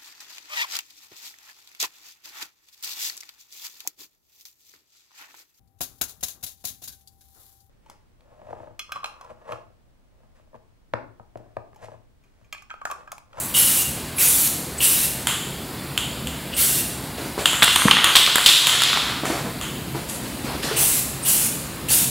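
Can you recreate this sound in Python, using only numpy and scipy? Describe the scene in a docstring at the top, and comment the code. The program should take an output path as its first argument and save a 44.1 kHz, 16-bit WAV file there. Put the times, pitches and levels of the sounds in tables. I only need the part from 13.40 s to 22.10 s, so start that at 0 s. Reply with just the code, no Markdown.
"""Spray can bursts in a workshop

A hand sprays paint from an aerosol can into a wheel in short bursts of shaped noise, with narrow valve whistles.
The mixing ball clacks and rolls: sharp contacts, chatter and grainy noise drive the resonances of the can.
Shoes step and drag round the tyres as low pushes, dull puffs and noise strokes, over the hum of a hard-walled hall.
Decaying noise tails make the echoes; one microphone with gain control and a soft ceiling hears it all.
"""
import sys
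import numpy as np
from scipy import signal
from scipy.io import wavfile
from scipy.ndimage import uniform_filter1d

SR = 44100
rng = np.random.default_rng(int(sys.argv[2]) if len(sys.argv) > 2 else 0)


def dump(signal):
    """Clip the signal to [-1, 1] and save it as 16-bit WAV at the path in sys.argv[1]."""
    limited = np.clip(np.atleast_2d(signal).T, -1, 1)
    pcm = np.round(limited * 32767).astype(np.int16)
    wavfile.write(sys.argv[1], SR, pcm)


N = 383652

# Colour of the jet hiss. Each row: frequency in Hz, relative level in dB per Hz.
JET_COLOUR = [(4000, -17.5), (6000, -9.5), (8000, -2.5), (10500, 0), (13000, -3), (16000, -6.5)]
# Resonances of the can bottom. Each row: frequency in Hz, width in Hz, relative level in dB.
BOTTOM_MODES = [(1180, 560, 21), (1770, 1900, 18), (1970, 1940, 7)]


def gain_of(db):
    """Amplitude factor of a level in dB."""
    return 10 ** (np.asarray(db) / 20)


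def evened(x):
    """The same sound at rms 1."""
    return x / np.sqrt(np.mean(x ** 2) + 1e-20)


def read(points, hz):
    """Reads a curve of (Hz, value) points along a logarithmic frequency axis."""
    f, value = np.transpose(points)
    return np.interp(np.log(hz + 1), np.log(f + 1), value)


def add(mix, s, sound):
    """Adds a sound to the mix at s seconds, cut off at the end of the mix."""
    part = mix[..., round(s * SR):][..., :sound.shape[-1]]
    part += sound[..., :part.shape[-1]]


def resonate(x, hz, width):
    """Shifts hz down to zero, smooths, and shifts back: a resonance of gain 1."""
    phase = 2 * np.pi * np.cumsum(np.broadcast_to(hz, x.shape[-1])) / SR
    turn = np.exp(1j * phase)
    r = np.exp(-np.pi * width / SR)
    return 2 * (turn * signal.lfilter([1 - r], [1, -r], x / turn)).real


def resonate_twice(x, hz, first_width, second_width):
    """Two resonances in a row at the same pitch, for steeper skirts."""
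    return resonate(resonate(x, hz, first_width), hz, second_width)


def noise(spectrum, patchy_db, size=512):
    """Random short-time spectra with drifting patches, rms 1."""
    hz = np.fft.rfftfreq(size, 1 / SR)
    a, b, patches = rng.standard_normal((N * 4 // size + 5, len(hz), 3)).T
    patches = uniform_filter1d(patches, size=6, axis=0)  # across frequency
    patches = evened(uniform_filter1d(patches, size=12, axis=1))  # across time
    z = (a + 1j * b) * gain_of(read(spectrum, hz)[:, None] + patchy_db * patches)
    return evened(signal.istft(z, nperseg=size, noverlap=size * 3 // 4)[1][:N])


def causal(gain):
    """Impulse response with this gain that starts at once (minimum phase)."""
    log = np.log(np.r_[gain, gain[-2:0:-1]] + 1e-5 * gain.max())
    return np.fft.ifft(np.exp(log - 1j * signal.hilbert(log).imag)).real[:len(gain)]


def hum():
    """Broad hall noise and a few fuzzy low tones; all under 350 Hz swells slowly."""
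    # The broad noise. Each row: frequency in Hz, relative level in dB per Hz.
    broad_colour = [(25, -45), (40, -43), (55, 0), (90, -14), (130, -5.5), (270, -5.5), (415, -12),
                    (700, -14.5), (1700, -19.5), (3200, -22), (4700, -22.5), (6000, -32.5), (7300, -26.5),
                    (10200, -25.5), (16000, -28.5)]
    # Machines somewhere in the hall. Each row: frequency in Hz, width in Hz, level in dB.
    drones = [(71.2, 16, -47.5), (135.2, 12, -41.5), (200.3, 4.5, -54)]
    # The lows waver about their mean. Each row: time in seconds, relative level in dB.
    low_swell = [(0.0, -39), (0.68, -36.5), (1.02, -37.5), (2.62, -37), (3.03, -35), (4.07, -37),
                 (4.43, -40.5), (5.18, -43), (5.74, -36.5), (6.49, -35.5), (6.86, -37), (8.3, -36),
                 (8.7, -32.5)]

    wide = gain_of(-32.5) * noise(broad_colour, patchy_db=1.5, size=2048)
    for hz, width, db in drones:
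        wide += gain_of(db) * evened(resonate(rng.standard_normal(N), hz, width))
    low = signal.sosfiltfilt(signal.butter(2, 350, fs=SR, output="sos"), wide)
    s, db = np.transpose(low_swell)
    swell = gain_of(np.interp(np.arange(N) / SR, s, db - db.mean()))
    return wide + low * (swell - 1)


def hall_tail():
    """Dense echoes of random sign after the first wall, each band dying at its own speed; energy 1."""
    # How long the hall rings. Each row: frequency in Hz, time to fall by 60 dB in seconds.
    ring_times = [(200, 0.46), (1000, 0.52), (3000, 0.86), (7000, 0.93), (11000, 0.66), (16000, 0.57)]

    first_wall_s, build_up_s = 0.004, 0.0049
    taps = rng.standard_normal(SR) * np.clip((np.arange(SR) / SR - first_wall_s) / build_up_s, 0, 1)
    hz, t, z = signal.stft(taps, SR, nperseg=256)
    fade = gain_of(-60 * t / read(ring_times, hz)[:, None])
    tail = signal.istft(z * fade, SR, nperseg=256)[1][:SR]
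    return tail / np.linalg.norm(tail)


def hall(x):
    """Three tails fed in turn, so that like sounds get unlike echoes."""
    turn = np.arange(N) / SR * 2.3  # half turns
    wet = np.zeros(N)
    for k in range(3):
        share = np.sqrt(2 / 3) * np.cos(np.pi * (turn + k / 3))  # the three powers sum to 1
        wet += signal.oaconvolve(x * share, hall_tail())[:N]
    return wet


def earlier_spray():
    """A burst that has just ended still hangs in the hall: jet noise fading steadily."""
    start_db, fade_db_per_s = -24.5, 75
    return gain_of(start_db - fade_db_per_s * np.arange(N) / SR) * noise(JET_COLOUR, patchy_db=2.5)


def footsteps():
    """A heel lands as a brief low push and a dull puff of resonant noise."""
    # Each row: landing in seconds, level in dB, pitch in Hz, time for the puff to fall by 60 dB in seconds.
    steps = [(3.978, -11, 407, 0.019), (4.454, -8, 202, 0.063), (5.834, -14.5, 234, 0.084),
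             (5.9, -14.5, 314, 0.067), (6.045, -27, 207, 0.42), (6.155, -26, 300, 0.065),
             (6.547, -21.5, 334, 0.18), (7.045, -20.5, 253, 0.097), (7.149, -22, 283, 0.068),
             (7.243, -20.5, 220, 0.08), (7.312, -24.5, 436, 0.19), (7.43, -35, 500, 0.075)]

    out, t = np.zeros(N), np.arange(9000) / SR
    for s, db, hz, t60 in steps:
        air = rng.standard_normal(len(t))
        push = 1.2 * np.sin(2 * np.pi * hz * t) * gain_of(-30 * t / t60)  # dies sooner than the puff
        puff = 0.53 * evened(resonate_twice(air, hz, 150, 160))
        puff += 0.35 * evened(resonate_twice(air, 2 * hz, 500, 480))
        attack = np.minimum(t / 0.0013, 1)
        add(out, s, gain_of(db - 60 * t / t60) * (push + puff) * attack)
    return out


def scuffs():
    """Soles and cloth drag: noise in three colours that starts fast and fades."""
    # Each row: start in seconds, length in seconds, then sole, grit and cloth level in dB.
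    drags = [(3.769, 0.14, -33, -40, -39.5), (3.975, 0.068, -25, -32, -38), (5.841, 0.19, -26, -31.5, -36),
             (6.03, 0.1, -33.5, -47, -48), (6.545, 0.11, -35, -41, -41), (6.679, 0.12, -43, -42, -31.5),
             (6.82, 0.24, -47, -42, -42), (7.038, .19, -32, -36.5, -41.5), (7.219, 0.23, -30, -28.5, -34)]
    # Dull rub of the sole. Each row: frequency in Hz, relative level in dB per Hz.
    sole_colour = [(150, -35), (350, 0.5), (900, -5), (2200, -11), (4000, -28)]
    # Grit under the sole. Each row: frequency in Hz, relative level in dB per Hz.
    grit_colour = [(1200, -12), (2500, -3.5), (4000, -2), (6000, -9), (8000, -35)]
    # Airy brush of cloth. Each row: frequency in Hz, relative level in dB per Hz.
    cloth_colour = [(4000, -16), (7000, 0), (9000, 0), (12000, -2), (16000, -41)]

    ramp_s, fade_db = 0.017, -8  # the ramp serves both ends; the fade runs over the whole drag
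    level = np.zeros((3, N))
    for s, length, *db in drags:
        u = np.arange(0, length, 1 / SR)
        stroke = np.minimum(np.minimum(u, length - u) / ramp_s, 1) * gain_of(fade_db * u / length)
        add(level, s, gain_of(db)[:, None] * stroke)
    colours = (sole_colour, grit_colour, cloth_colour)
    return sum(part * noise(colour, patchy_db=3.0) for part, colour in zip(level, colours))


def modes_power(modes, hz):
    """Power response of a group of steep modes; white drive keeps its power."""
    power = sum(gain_of(2 * db) / (1 + (2 * (hz - f) / width) ** 2) ** 2 for f, width, db in modes)
    return power / power.mean(0)


def can_colour(hz, db, bottom_db, shoulder_db, wall_hz, gap_hz, tilt_db):
    """Gain of the whole can; grip and paint shift the wall and shoulder modes."""
    # Resonances of the wall. Each row: frequency in Hz, width in Hz, relative level in dB.
    wall_modes = [(3170, 910, 13.5), (3650, 1700, 4), (4860, 1900, -6)]
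    # Resonances of the shoulder. Each row: frequency in Hz, width in Hz, relative level in dB.
    shoulder_modes = [(7330, 1280, 11.6), (8200, 550, 9.8), (10170, 2700, 7.7), (13100, 4200, 0.5)]

    wall_ref_hz, gap_ref_hz = 3200, 9000  # wall centre and shoulder gap that the modes are tuned to
    stretch = (wall_ref_hz / wall_hz) ** 5.8  # a higher wall also rings wider
    wall = modes_power(wall_modes, wall_ref_hz + (hz - wall_hz) * stretch)
    bottom = gain_of(2 * bottom_db) * modes_power(BOTTOM_MODES, hz)
    tilt = tilt_db * np.tanh((hz - gap_hz) / 400)
    shoulder = gain_of(2 * (shoulder_db + tilt)) * modes_power(shoulder_modes, hz * gap_ref_hz / gap_hz)
    return gain_of(db) * np.sqrt(wall + bottom + shoulder)


def grip_at(s):
    """How the can is held colours all blows until the next swing: the grip that holds at time s."""
    # Each row: start in seconds, wall centre in Hz, shoulder gap in Hz, shoulder tilt in dB about the gap,
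    # hall level in dB.
    grips = np.array([(0.0, 3170, 8950, .6, 1), (2.5, 3100, 8950, -0.5, -2.5), (4.0, 3140, 8900, -0.5, -2),
                      (4.2, 3370, 9540, -0.5, -6.5), (4.33, 3150, 7840, 3.5, -9.5),
                      (4.5, 3130, 8000, 1.8, -5), (4.62, 3120, 8200, 2.5, -4), (4.73, 3450, 9740, 0, -2),
                      (4.93, 3180, 9400, 0.2, -6), (5.03, 3500, 9260, 0.7, 0.5), (5.2, 3400, 8750, .1, -1),
                      (5.4, 3530, 9000, 1.3, -7), (5.8, 3360, 9050, -1, 1), (6.1, 3100, 8500, .1, 4),
                      (6.6, 3580, 9750, .1, -8), (7.1, 3570, 8700, 1, 0)])
    return grips[np.maximum(np.searchsorted(grips[:, 0], s) - 1, 0)].T[1:]


def ball_blows():
    """The ball strikes the can: a sharp contact and a short chatter. Returns near sound and hall feed."""
    # Each row: blow in seconds, wall level in dB, bottom level and shoulder level in dB relative to the wall.
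    clacks = [(1.871, -14.5, -2.5, 0), (2.577, -13.5, -8, -4.5), (2.872, -24, -10, -2),
              (4.057, -5, -7.5, -5), (4.132, -23.5, 9.5, 2), (4.2226, -8.5, 3, -19), (4.227, -4.5, -2, -7),
              (4.231, -4.5, -6, -6.5), (4.239, -10, -1, -2.5), (4.2432, -9, -11, 0),
              (4.2793, -22, 12.5, -6), (4.3599, -8.5, 2.5, -1), (4.42, -25, 12, -13),
              (4.483, -24.5, 18, 4.5), (4.511, 1, -8, -16), (4.516, -6, -7.5, -24), (4.551, -16, -13, -18),
              (4.569, -13.5, 3.5, -16), (4.587, -14, -4, -23), (4.643, -5, -1.5, -4),
              (4.671, -16.5, 3, -16), (4.754, -5, -6.5, -15), (4.7579, -4.5, -5.5, -1.5),
              (4.766, 0, -11, -11), (4.864, -9.5, -22, -18), (4.876, -22.5, 9.5, -4), (4.957, -10, 4.5, 3),
              (4.983, -24, 14, 6), (5.061, 1, -24, -8), (5.066, -7, -16, -5), (5.075, -21, -18, 0),
              (5.088, -8, -8, -8), (5.27, -10, -3, 1.5), (5.42, -21.5, 6, 7), (5.436, -10.5, -18, -6.5),
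              (5.531, -25.5, 14, -10), (5.573, -22.5, 9, -4), (5.855, -36, 14, 11),
              (6.213, -26.5, -1.5, -2.5), (6.697, -31, -17, 6), (7.232, -32, -10, 3)]

    rattle_s = 0.0047  # chatter after a 0 dB blow
    rattle_growth = 0.18  # harder blows chatter longer: dB of length per dB of blow
    far_side = -0.074  # weak blows land out of sight and feed the hall more: dB per dB of blow
    near, far = np.zeros((2, N))
    hz, t = np.fft.rfftfreq(2048, 1 / SR), np.arange(800) / SR
    for s, db, bottom_db, shoulder_db in clacks:
        *grip, hall_db = grip_at(s)
        click = causal(can_colour(hz, db, bottom_db, shoulder_db, *grip))
        fade = np.exp(-(t / (rattle_s * gain_of(rattle_growth * db))) ** 2)
        chatter = rng.standard_normal(len(t)) * fade
        chatter *= np.linalg.norm(fade) / np.linalg.norm(chatter)  # same energy every time
        contact = 6.8 * (t == 0)
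        add(near, s, np.convolve(0.81 * chatter + contact, click))
        # all sides of the can together send out one even click
        add(far, s, 12.9 * gain_of(hall_db + far_side * (db + 13)) * click)
    return np.array([near, far])


def ball_rolling():
    """Between blows the ball rolls and the paint slops: grainy noise through the can, with little hops."""
    # Each row: time in seconds, wall level in dB, bottom level and shoulder level in dB relative to the wall.
    roll = [(3.99, -42, -11, 4), (4.214, -38, -3, 3), (4.26, -21.5, -27, -11), (4.4, -31, 2, 4),
            (4.576, -25.5, -4, -14.5), (4.698, -25, -2, -6), (4.866, -27.5, -17, -21), (5.0, -26, -19, -4),
            (5.33, -25, -5, -9), (5.426, -21, -12.5, -14), (5.692, -36, 2.5, -9), (5.818, -43, -2, -14)]

    grain = evened(uniform_filter1d(rng.standard_normal(N), size=120))
    grit = rng.standard_normal(N) * gain_of(2.7 * grain)
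    bins, times, z = signal.stft(grit, SR, nperseg=256, noverlap=192)
    s, *levels = np.transpose(roll)
    db, bottom_db, shoulder_db = (np.interp(times, s, v, left=-90, right=-90) for v in levels)
    *grip, _ = grip_at(times)
    colour = can_colour(bins[:, None], db, bottom_db, shoulder_db, *grip)
    rolling = signal.istft(z * colour, SR, nperseg=256, noverlap=192)[1][:N]

    hops_per_s, hop_db = 35, 20.5  # hops on the bottom, least level relative to its roll
    hop_level = gain_of(hop_db + 4.4 * np.minimum(rng.exponential(1, N), 2))
    hops = hop_level * (rng.random(N) < hops_per_s / SR)
    hops *= gain_of(np.interp(np.arange(N) / SR, times, db + bottom_db))
    bottom_ring = causal(np.sqrt(modes_power(BOTTOM_MODES, np.fft.rfftfreq(2048, 1 / SR))))
    return rolling + signal.oaconvolve(hops, bottom_ring)[:N]


def valve_whistles():
    """The valve whistles as it cracks open: narrow gliding noise."""
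    # Each row: start in seconds, length in seconds, start pitch in Hz, end pitch in Hz, level in dB.
    glides = [(.122, .02, 14000, 13800, -38), (0.752, 0.058, 11300, 10700, -26),
              (1.373, 0.026, 7800, 8200, -26), (1.385, 0.027, 12700, 12700, -34),
              (3.115, 0.045, 2950, 2750, -29.5), (3.137, .035, 8360, 9250, -30),
              (7.355, 0.041, 9200, 8900, -23), (7.82, 0.035, 9000, 8900, -25)]

    out = np.zeros(N)
    for s, length, start_hz, end_hz, db in glides:
        hz = np.linspace(start_hz, end_hz, round(length * SR))
        tone = resonate(rng.standard_normal(len(hz)), hz, 250)
        add(out, s, gain_of(db) * evened(tone) * np.hanning(len(hz)))
    return out


def spray():
    """Turbulent jet hiss, a duller hiss where it meets the rim, and a ring of the can that sags as pressure drops."""
    # One row a press of the button. Each row: valve opens in seconds, open for in seconds, first surge in dB,
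    # held jet in dB, lower hiss in dB relative to the jet, brightness from -1 to 1, can ring at opening in dB,
    # can ring at shutting in dB, ring pitch in Hz, ring width at opening in Hz.
    bursts = [(0.138, 0.29, -11, -19, -12.5, 0.079, -21, -31, 2910, 300),
              (0.78, 0.3, -12, -18.5, -13, 0.14, -27.5, -42, 2380, 800),
              (1.402, 0.26, -12.5, -20.5, -11.5, 0.079, -22, -36, 2780, 696),
              (3.163, .25, -14, -22, -9.5, 0.017, -36, -35, 2840, 700),
              (7.362, 0.24, -14.5, -21.5, -13.5, -.15, -28, -47, 2780, 450),
              (7.848, 0.23, -14, -21.5, -13.5, -0.1, -30.5, -39, 2920, 600),
              (8.484, .165, -12.5, -22, -12, -0.18, -31.5, -42, 2690, 800)]
    # Colour of the duller hiss. Each row: frequency in Hz, relative level in dB per Hz.
    lower_colour = [(500, -60), (1200, -6), (2200, -0.5), (4000, 3), (6000, -2.5), (8000, -42),
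                    (11000, -41)]

    open_s, crack_db, surge_s = 0.05, -12.5, 0.066  # the jet climbs from crack_db, then its surge dies away
    ring_fade_db_per_s, ring_back_db_per_s = 136, 110  # the can rings most while the valve is moving
    low_dip_db = -3.5  # the lower hiss thins out in mid burst
    thin_ring_hz = 130  # width of the ring that comes back at shutting
    level, can, breathy = np.zeros((3, N)), np.zeros(N), rng.standard_normal(N)
    for (s, length, surge_db, held_db, low_db, bright,
         opening_db, shutting_db, ring_hz, wide_ring_hz) in bursts:
        t = np.arange(0, length, 1 / SR)
        valve = signal.windows.tukey(len(t), .03)
        climb_db = crack_db * np.maximum(1 - t / open_s, 0) ** 2
        surge = (surge_db - held_db) * np.exp(-np.maximum(t - open_s, 0) / surge_s)
        jet_db = climb_db + held_db + surge
        dip_db = low_dip_db * np.sin(np.pi * t / length) ** 2
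        jet, low = valve * gain_of([jet_db, jet_db + low_db + dip_db])
        add(level, s, np.array([jet, low, bright * jet]))

        hz = ring_hz * np.linspace(1.02, .97, len(t))
        breath = breathy[round(s * SR):][:len(t)]
        wide = evened(resonate_twice(breath, hz, wide_ring_hz, wide_ring_hz))
        thin = evened(resonate_twice(breath, hz, thin_ring_hz, thin_ring_hz))
        opening = gain_of(opening_db - ring_fade_db_per_s * t) * wide
        shutting = gain_of(shutting_db - ring_back_db_per_s * (length - t)) * thin
        add(can, s, valve * (opening + shutting))
    jet, low, bright_jet = level
    hiss = noise(JET_COLOUR, patchy_db=2.0)
    jet_hiss = jet * hiss - bright_jet * np.roll(hiss, 1)  # taking away the last sample brightens
    return jet_hiss + can + low * noise(lower_colour, patchy_db=2.5)


def scene():
    """Mixes near sounds, their hall echoes and the background, the same on both channels."""
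    feet = footsteps() + scuffs()
    can, can_far = ball_blows() + ball_rolling()  # rolling goes to both near sound and hall feed
    jet = spray() + valve_whistles()
    wet = hall(gain_of(-3.0) * jet + can_far + gain_of(-4.0) * feet)
    mix = hum() + earlier_spray() + wet + feet + can + gain_of(-1.0) * jet
    return np.array([mix, mix])


def record(dry):
    """Gain control turns loud passages down and recovers slowly; a soft ceiling; then the band limit."""
    threshold_db, recovery_db_per_s = -21.0, 12.0
    power_db = 10 * np.log10(abs(uniform_filter1d(dry[0] ** 2, size=900)) + 1e-12)
    fall = np.arange(N) * recovery_db_per_s / SR
    held_db = np.maximum.accumulate(power_db + fall) - fall
    over_db = np.maximum(held_db - threshold_db, 0)
    ducked = dry / gain_of(0.087 * uniform_filter1d(over_db, size=400))  # dB of cut per dB over
    # the microphone lacks deep bass
    ducked = signal.sosfilt(signal.butter(2, 42, "high", fs=SR, output="sos"), ducked)
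    ceiling = ducked / (1 + abs(ducked) ** 4) ** (1 / 4)
    band_limit = signal.firwin(511, 15800, window=("kaiser", 9), fs=SR)  # low-pass, edge in Hz
    return np.clip(signal.oaconvolve(ceiling, band_limit[None], "same"), -1, 1)


dry = scene()
out = record(dry)
dump(out)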